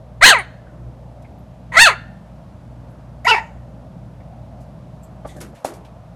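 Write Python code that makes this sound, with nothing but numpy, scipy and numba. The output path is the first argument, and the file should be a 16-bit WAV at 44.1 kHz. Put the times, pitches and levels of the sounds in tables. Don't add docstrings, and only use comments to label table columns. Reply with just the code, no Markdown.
import sys
import numpy as np
from scipy import signal
from scipy.fft import rfft, irfft
from scipy.io import wavfile
from scipy.ndimage import uniform_filter1d
from numba import njit

SR = 44100
rng = np.random.default_rng(int(sys.argv[2]) if len(sys.argv) > 2 else 0)


def rack_gain(trim_db):
    fader = np.asarray(trim_db, float)
    return 10 ** (fader / 20)


def pcm_store(signal):
    levels = np.round(np.clip(np.atleast_2d(signal), -1, 1) * 32767)
    wavfile.write(sys.argv[1], SR, levels.astype(np.int16).T)


N = 271391
T = np.arange(N) / SR


def unit(x):
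    return x / np.sqrt(np.mean(x ** 2))


@njit
def moving_band(x, hz, width):
    y, b, l = np.empty(len(x)), 0., 0.
    for i in range(len(x)):
        g, k = np.tan(np.pi * hz[i] / SR), width / hz[i]
        v = (b + g * (x[i] - l)) / (1 + g * (g + k))
        b, l, y[i] = 2 * v - b, l + 2 * g * v, k * v
    return y


def band(x, hz, width):
    return moving_band(x, np.full(len(x), 1. * hz), 1. * width)


def walk(rate, size):
    hold = int(SR / rate)
    steps = np.repeat(rng.standard_normal(size // hold + 1), hold)
    return 1.3 * uniform_filter1d(uniform_filter1d(steps, hold), hold)[:size]


def add(out, s, x):
    i = int(s * SR)
    out[i:i + len(x)] += x[:len(out) - i]


def vocal_folds(t, hz, rough, pairs):
    wander = .12 * walk(600, len(t)) + .09 * walk(170, len(t))
    turn = np.cumsum(np.pi * hz * (1 + rough * wander) / SR)
    k = np.arange(1, 57)[:, None]
    share = np.where(k % 2, pairs, 1) * (k * hz < 30000)
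    pulses = np.sum(share * k ** -.4 * np.cos(k * turn), axis=0)
    uneven = rack_gain(7 * rough * walk(450, len(t)))
    breath = rng.standard_normal(len(t)) * (1 + .7 * np.cos(2 * turn))
    return (1 - rough) * uneven * unit(pulses) + (.04 + .6 * rough) * breath, breath


def steep(x, modes, shift):
    out = 0
    for j, (hz, width, db) in enumerate(modes):
        once = band(x, hz * shift, 1.7 * width)
        out = out + (-1) ** j * rack_gain(db) * band(once, hz * shift, 1.7 * width)
    return out


# pitch_hz, width_hz, level_db
TEETH = [
    (3323, 1200, -9.5),
    (4240, 550, -3.5),
]
# pitch_hz, width_hz, level_db
LIPS = [
    (6480, 1100, -11.5),
    (8840, 2100, -15.5),
    (11837, 1700, -25),
]
# pitch_hz, width_hz, level_db
CHEST = (610, 1126, -15)
# pitch_hz, width_hz, level_db
PALATE = (2050, 270, 3)


def mouth_and_throat(folds, breath, mouth_hz, throat_hz, shift, hiss_db, throat_db, bite_db):
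    jaw_hz = [950, 1650]
    throat_db = throat_db + np.interp(mouth_hz, jaw_hz, [-2, -3.5])
    bite_db = bite_db + np.interp(mouth_hz, jaw_hz, [-16.5, 0])
    mouth_width_hz, throat_width_hz = 420., 300.
    voice = moving_band(moving_band(folds, mouth_hz, 3.3 * mouth_width_hz), mouth_hz, mouth_width_hz)

    chest_hz, chest_width_hz, chest_db = CHEST
    voice -= rack_gain(chest_db) * band(band(folds, chest_hz, chest_width_hz), chest_hz, chest_width_hz)

    throat = moving_band(folds, throat_hz, 2 * throat_width_hz)
    voice -= rack_gain(throat_db) * moving_band(throat, throat_hz, throat_width_hz)

    palate_hz, palate_width_hz, palate_db = PALATE
    closing_db = np.interp(throat_hz, [palate_hz, 2550], [0, -22])
    palate = band(band(folds, palate_hz, 2 * palate_width_hz), palate_hz, palate_width_hz)
    voice -= rack_gain(palate_db + closing_db) * palate

    airy = .7 * folds + .3 * breath
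    return voice + rack_gain(bite_db) * (steep(folds, TEETH, shift) + rack_gain(hiss_db) * steep(airy, LIPS, 1))


def bark(table, hoarse, broken, jaw):
    s, *columns = np.transpose(table)
    t = np.arange(s[0], s[-1], 1 / SR)
    hz, db, mouth_hz, throat_hz = (uniform_filter1d(np.interp(t, s, c), size=200) for c in columns)
    lock_s, rough_before, slack_s, rough_after = hoarse
    break_s, mend_s, pair_share, rough_broken = broken
    breaking = (t > break_s) & (t < mend_s)
    rough = np.select([breaking, t < lock_s, t > slack_s], [rough_broken, rough_before, rough_after], .06)
    rough, pairs = (uniform_filter1d(c, size=300) for c in (rough, breaking * pair_share))
    hz = hz * (1 - .2 * pair_share * np.exp(-((t - mend_s) / .006 + 1) ** 2))
    folds, breath = vocal_folds(t, hz, rough, pairs)
    voice = mouth_and_throat(folds, breath, mouth_hz, throat_hz, *jaw)
    level = np.sqrt(uniform_filter1d(voice ** 2, size=900) + 1e-9)
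    fade = np.minimum(np.minimum(t - s[0], s[-1] - t) / .006, 1)
    return fade * voice * rack_gain(db) / level


# time_s, fold_rate_hz, level_db, mouth_hz, throat_hz
FIRST_YAP = [(.208, 435.7, -25.5, 980, 1860), (.228, 680.7, -4, 1460, 2050), (.241, 808, 2, 1633, 2485),
             (.252, 848.3, 0, 1710, 2490), (.258, 984.6, -1.5, 1860, 3030), (.302, 935, -3.5, 1770, 2900),
             (.314, 780.6, -7.5, 1426, 2941), (.350, 504, -13.5, 1042, 2050),
             (.416, 345.6, -27.5, 900, 2150)]
SECOND_YAP = [(1.716, 484.2, -35.5, 944, 2058), (1.765, 538.6, -12, 994, 1940),
              (1.771, 630.3, -5, 1240, 1880), (1.800, 850.7, -4, 1650, 2500),
              (1.824, 937.8, 0.5, 1830, 2800), (1.851, 862, -9, 1700, 2598), (1.868, 703.2, -5, 1450, 2762),
              (1.905, 428.4, -18, 1150, 2142), (1.942, 365.5, -31, 900, 2250)]
THIRD_YAP = [(3.245, 626, -22, 800, 2050), (3.264, 793, -18.5, 800, 2190), (3.271, 1020, -10.5, 1000, 2047),
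             (3.279, 894.5, -11.5, 1350, 2703), (3.305, 1032, -11, 1400, 2841),
             (3.316, 897.4, -7.5, 955, 2720), (3.336, 906, -13, 910, 2300), (3.382, 916.4, -22, 900, 2160),
             (3.401, 700, -34.5, 740, 1900)]
# lock_s, rough_before (0-1), slacken_s, rough_after (0-1)
HOARSE = [
    (.222, .4, .36, .1),
    (1.768, .7, 1.89, .3),
    (3.25, .4, 3.34, .36),
]
# start_s, end_s, pair_share (0-1), roughness (0-1)
BREAKS = [
    (.253, .308, .45, .38),
    (1.775, 1.79, .2, .06),
    (3.276, 3.353, .88, .08),
]
# teeth_shift (factor), lip_hiss_db, throat_db, bite_db
JAWS = [
    (1.0, 0, 2.5, 0.5),
    (1.01, 0, 1.5, 1.5),
    (1.21, -3, 5.5, 1),
]


def puppy():
    out = np.zeros(N)
    for table, hoarse, broken, jaw in zip((FIRST_YAP, SECOND_YAP, THIRD_YAP), HOARSE, BREAKS, JAWS):
        add(out, table[0][0], bark(table, hoarse, broken, jaw))
    return out


# delay_s, level_db
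ECHOES = [
    (.0031, -9),
    (.0074, -16),
    (0.0137, -11),
]
# pitch_hz, t60_s, level_db
ROOM = [(700, .28, -26), (1400, .26, -24), (1450, .65, -37), (2750, .24, -27), (2550, .45, -37),
        (4200, .38, -32), (6500, .15, -19), (10500, .14, -19)]


def room(x):
    t = T[:SR]
    tail = 0
    for hz, t60, db in ROOM:
        hiss = unit(band(rng.standard_normal(SR), hz, .5 * hz))
        tail = tail + rack_gain(db) * hiss * rack_gain(-60 * t / t60) * np.sqrt(14 / t60 / SR)
    blur = unit(walk(170, N))
    out = x + signal.fftconvolve(x * blur, tail * np.minimum(t / 0.004, 1))[:N]
    for lag, db in ECHOES:
        add(out, lag, rack_gain(db) * uniform_filter1d(x, size=2))
    return out


# start_s, peak_db, rise_s, t60_s
FUR = [(1.22, -58.5, 0.0036, .06), (4.59, -59, .025, .12), (5.255, -53.5, .02, .4),
       (5.361, -53, .004, 0.22), (5.402, -42, 0.0033, 0.22), (5.412, -38.5, .001, 0.096),
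       (5.536, -58, 0.017, 0.42), (5.645, -32.5, 0.00092, 0.19), (5.735, -49, 0.0036, 0.18),
       (5.845, -60.5, .006, 0.14)]
# start_s, peak_db, pitch_hz, rise_s, t60_s
SNORTS = [(.383, -36, 9100, 0.0035, .1), (.65, -53, 1477, .02, .3), (1.24, -51.5, 2100, .01, .1),
          (1.38, -65, 12500, 0.0095, .1), (2.88, -69, 11000, .03, .2), (3.245, -43, 11600, .004, 0.3),
          (3.245, -41, 6800, .004, .5), (4.20, -52, 2000, .005, 0.067), (5.02, -53, 7730, 0.018, 0.11),
          (5.02, -59, 12000, .02, .1), (5.262, -55, 8300, 0.014, 0.31), (5.265, -50, 2000, 0.029, .25),
          (5.275, -51, 3500, 0.02, 0.23), (5.27, -57, 6600, 0.034, 0.22), (5.355, -52, 1640, .01, 0.42)]
# start_s, peak_db, pitch_hz, rise_s, t60_s
PAWS = [(5.243, -43, 600, 0.014, 0.15), (5.405, -39.5, 1500, 0.0059, 0.2),
        (5.405, -35.5, 283, 0.006, 0.353), (5.54, -52, 1990, 0.019, 0.27),
        (5.647, -37.5, 1373, 0.0031, 0.19), (5.65, -30, 407, .004, 0.48), (5.845, -51.5, 2193, .006, 0.14)]


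def shuffle():
    out, t = np.zeros(N), T[:SR // 2]
    rustles = [(s, db, 7000, 13600, *fade) for s, db, *fade in FUR]
    for table, width_share in ((SNORTS, .2), (PAWS, 1.2)):
        rustles += [(s, db, hz, width_share * hz, *fade) for s, db, hz, *fade in table]
    for s, db, hz, width, rise, t60 in rustles:
        grains = rng.standard_normal(len(t)) * rack_gain(1.5 * walk(600, len(t)))
        shape = np.minimum(t / rise, 1) ** 2 * rack_gain(-60 * np.maximum(t - rise, 0) / t60)
        rub = band(band(grains, hz, 1.25 * width), hz, 1.25 * width)
        add(out, s, rack_gain(db) * shape * unit(rub))
    return out


# start_s, level_db, softness_s
KNOCKS = [
    (5.247, -29, 0.0061),
    (5.356, -40.5, 0.019),
    (5.53, -45.5, 0.0041),
    (5.647, -21, 0.00097),
]
# pitch_hz, level_db, t60_s
CASE = [
    (285, 2.5, 0.051),
    (619, 13, 0.027),
    (744, 15, 0.016),
    (1150, 2, 0.066),
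    (1650, -14, 0.015),
]


def bumps():
    out, t = np.zeros(N), T[:SR // 2]
    ring = sum(rack_gain(db - 60 * t / t60) * np.sin(2 * np.pi * hz * t) for hz, db, t60 in CASE)
    for s, db, soft in KNOCKS:
        push = t[:1500] * np.exp(-t[:1500] / soft) * uniform_filter1d(rng.standard_normal(1500), size=9)
        push /= np.sqrt(np.sum(push ** 2))
        add(out, s, rack_gain(db) * signal.fftconvolve(ring, push)[:len(t)] / 6)
    return out


# start_s, level_db, scrape_s
RATTLES = [
    (5.26, -52.5, 0.046),
    (5.365, -57, 0.03),
    (5.412, -58, .03),
    (5.647, -45, 0.017),
    (5.736, -55, 0.017),
]
# pitch_hz, level_db, t60_s
WIRES = [(1750, -3, .04), (2330, 0, .04), (3400, -4, .03), (4590, -2, .03), (5265, -4, .03),
         (5930, -3, .03), (6900, -3, .02), (8400, -2, .02), (9300, -2, .02), (10200, -3, .04)]


def rattle():
    out, t = np.zeros(N), T[:SR // 2]
    for s, db, length in RATTLES:
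        chance = rng.standard_normal((len(WIRES), 2))
        ring = 0
        for (hz, wire_db, t60), (louder, sharper) in zip(WIRES, chance):
            tone = np.sin(2 * np.pi * hz * (1 + 0.017 * sharper) * t)
            ring = ring + rack_gain(wire_db + 3.7 * louder - 60 * t / t60) * tone
        scrape = np.exp(-t / length) * rng.standard_normal(len(t))
        scrape /= np.sqrt(np.sum(scrape ** 2))
        add(out, s, rack_gain(db) * signal.fftconvolve(ring, scrape)[:len(t)])
    return out


# pitch_hz, level_db (per Hz)
FAN = [(20, -44), (45, -14), (170, -6), (410, -24), (620, -7), (1050, -19), (2100, -33.5), (13000, -51.5)]
# pitch_hz, level_db (rms)
HUM = [
    (60, -52),
    (120, -51.5),
]
# time_s, bass_change_db
COVER = [
    (5.33, 8.5),
    (5.36, 11),
    (5.54, 9),
    (5.57, -1),
    (5.63, -21),
    (5.68, -5.5),
    (5.76, 5.5),
]


def fan_and_hum():
    hz, db = np.transpose(FAN)
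    f = np.fft.rfftfreq(N, 1 / SR) + 1e-3
    spectrum = rfft(rng.standard_normal(N)) * rack_gain(np.interp(np.log(f), np.log(hz), db))
    swell, fan = walk(0.98, N), 0
    for octave in np.arange(4.5, 14.1, .5):
        part = np.clip(1 - np.abs(np.log2(f) - octave) * 2, 0, 1)
        flicker_db = 1.8 * min(2 ** (9.5 - octave), 1) * walk(7, N)
        fan = fan + irfft(spectrum * part, N) * rack_gain(.4 * swell + flicker_db)
    waver_db = 2.5 * walk(11, N)
    out = unit(fan) * rack_gain(-45)
    out += sum(rack_gain(db + 2.5 + waver_db) * np.sin(2 * np.pi * hz * T) for hz, db in HUM)
    bass = signal.sosfilt(signal.butter(2, 450, fs=SR, output="sos"), out)
    return out + bass * (rack_gain(np.interp(T, *np.transpose(COVER))) - 1)


def scene():
    yaps = rack_gain(-0.5) * room(puppy())
    return (yaps + shuffle() + bumps() + rattle() + fan_and_hum())[None]


def top_cut(x):
    return signal.sosfilt(signal.butter(12, 15000, fs=SR, output="sos"), x)


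def record(dry):
    rumble_cut = signal.butter(2, 38, "high", fs=SR, output="sos")
    treble_cut = signal.ellip(10, .3, 60, 13150, fs=SR, output="sos")
    heard = signal.sosfilt(np.vstack([rumble_cut, treble_cut]), dry)
    return top_cut(np.clip(heard, -.98, .98))


dry = scene()
out = record(dry)
pcm_store(out)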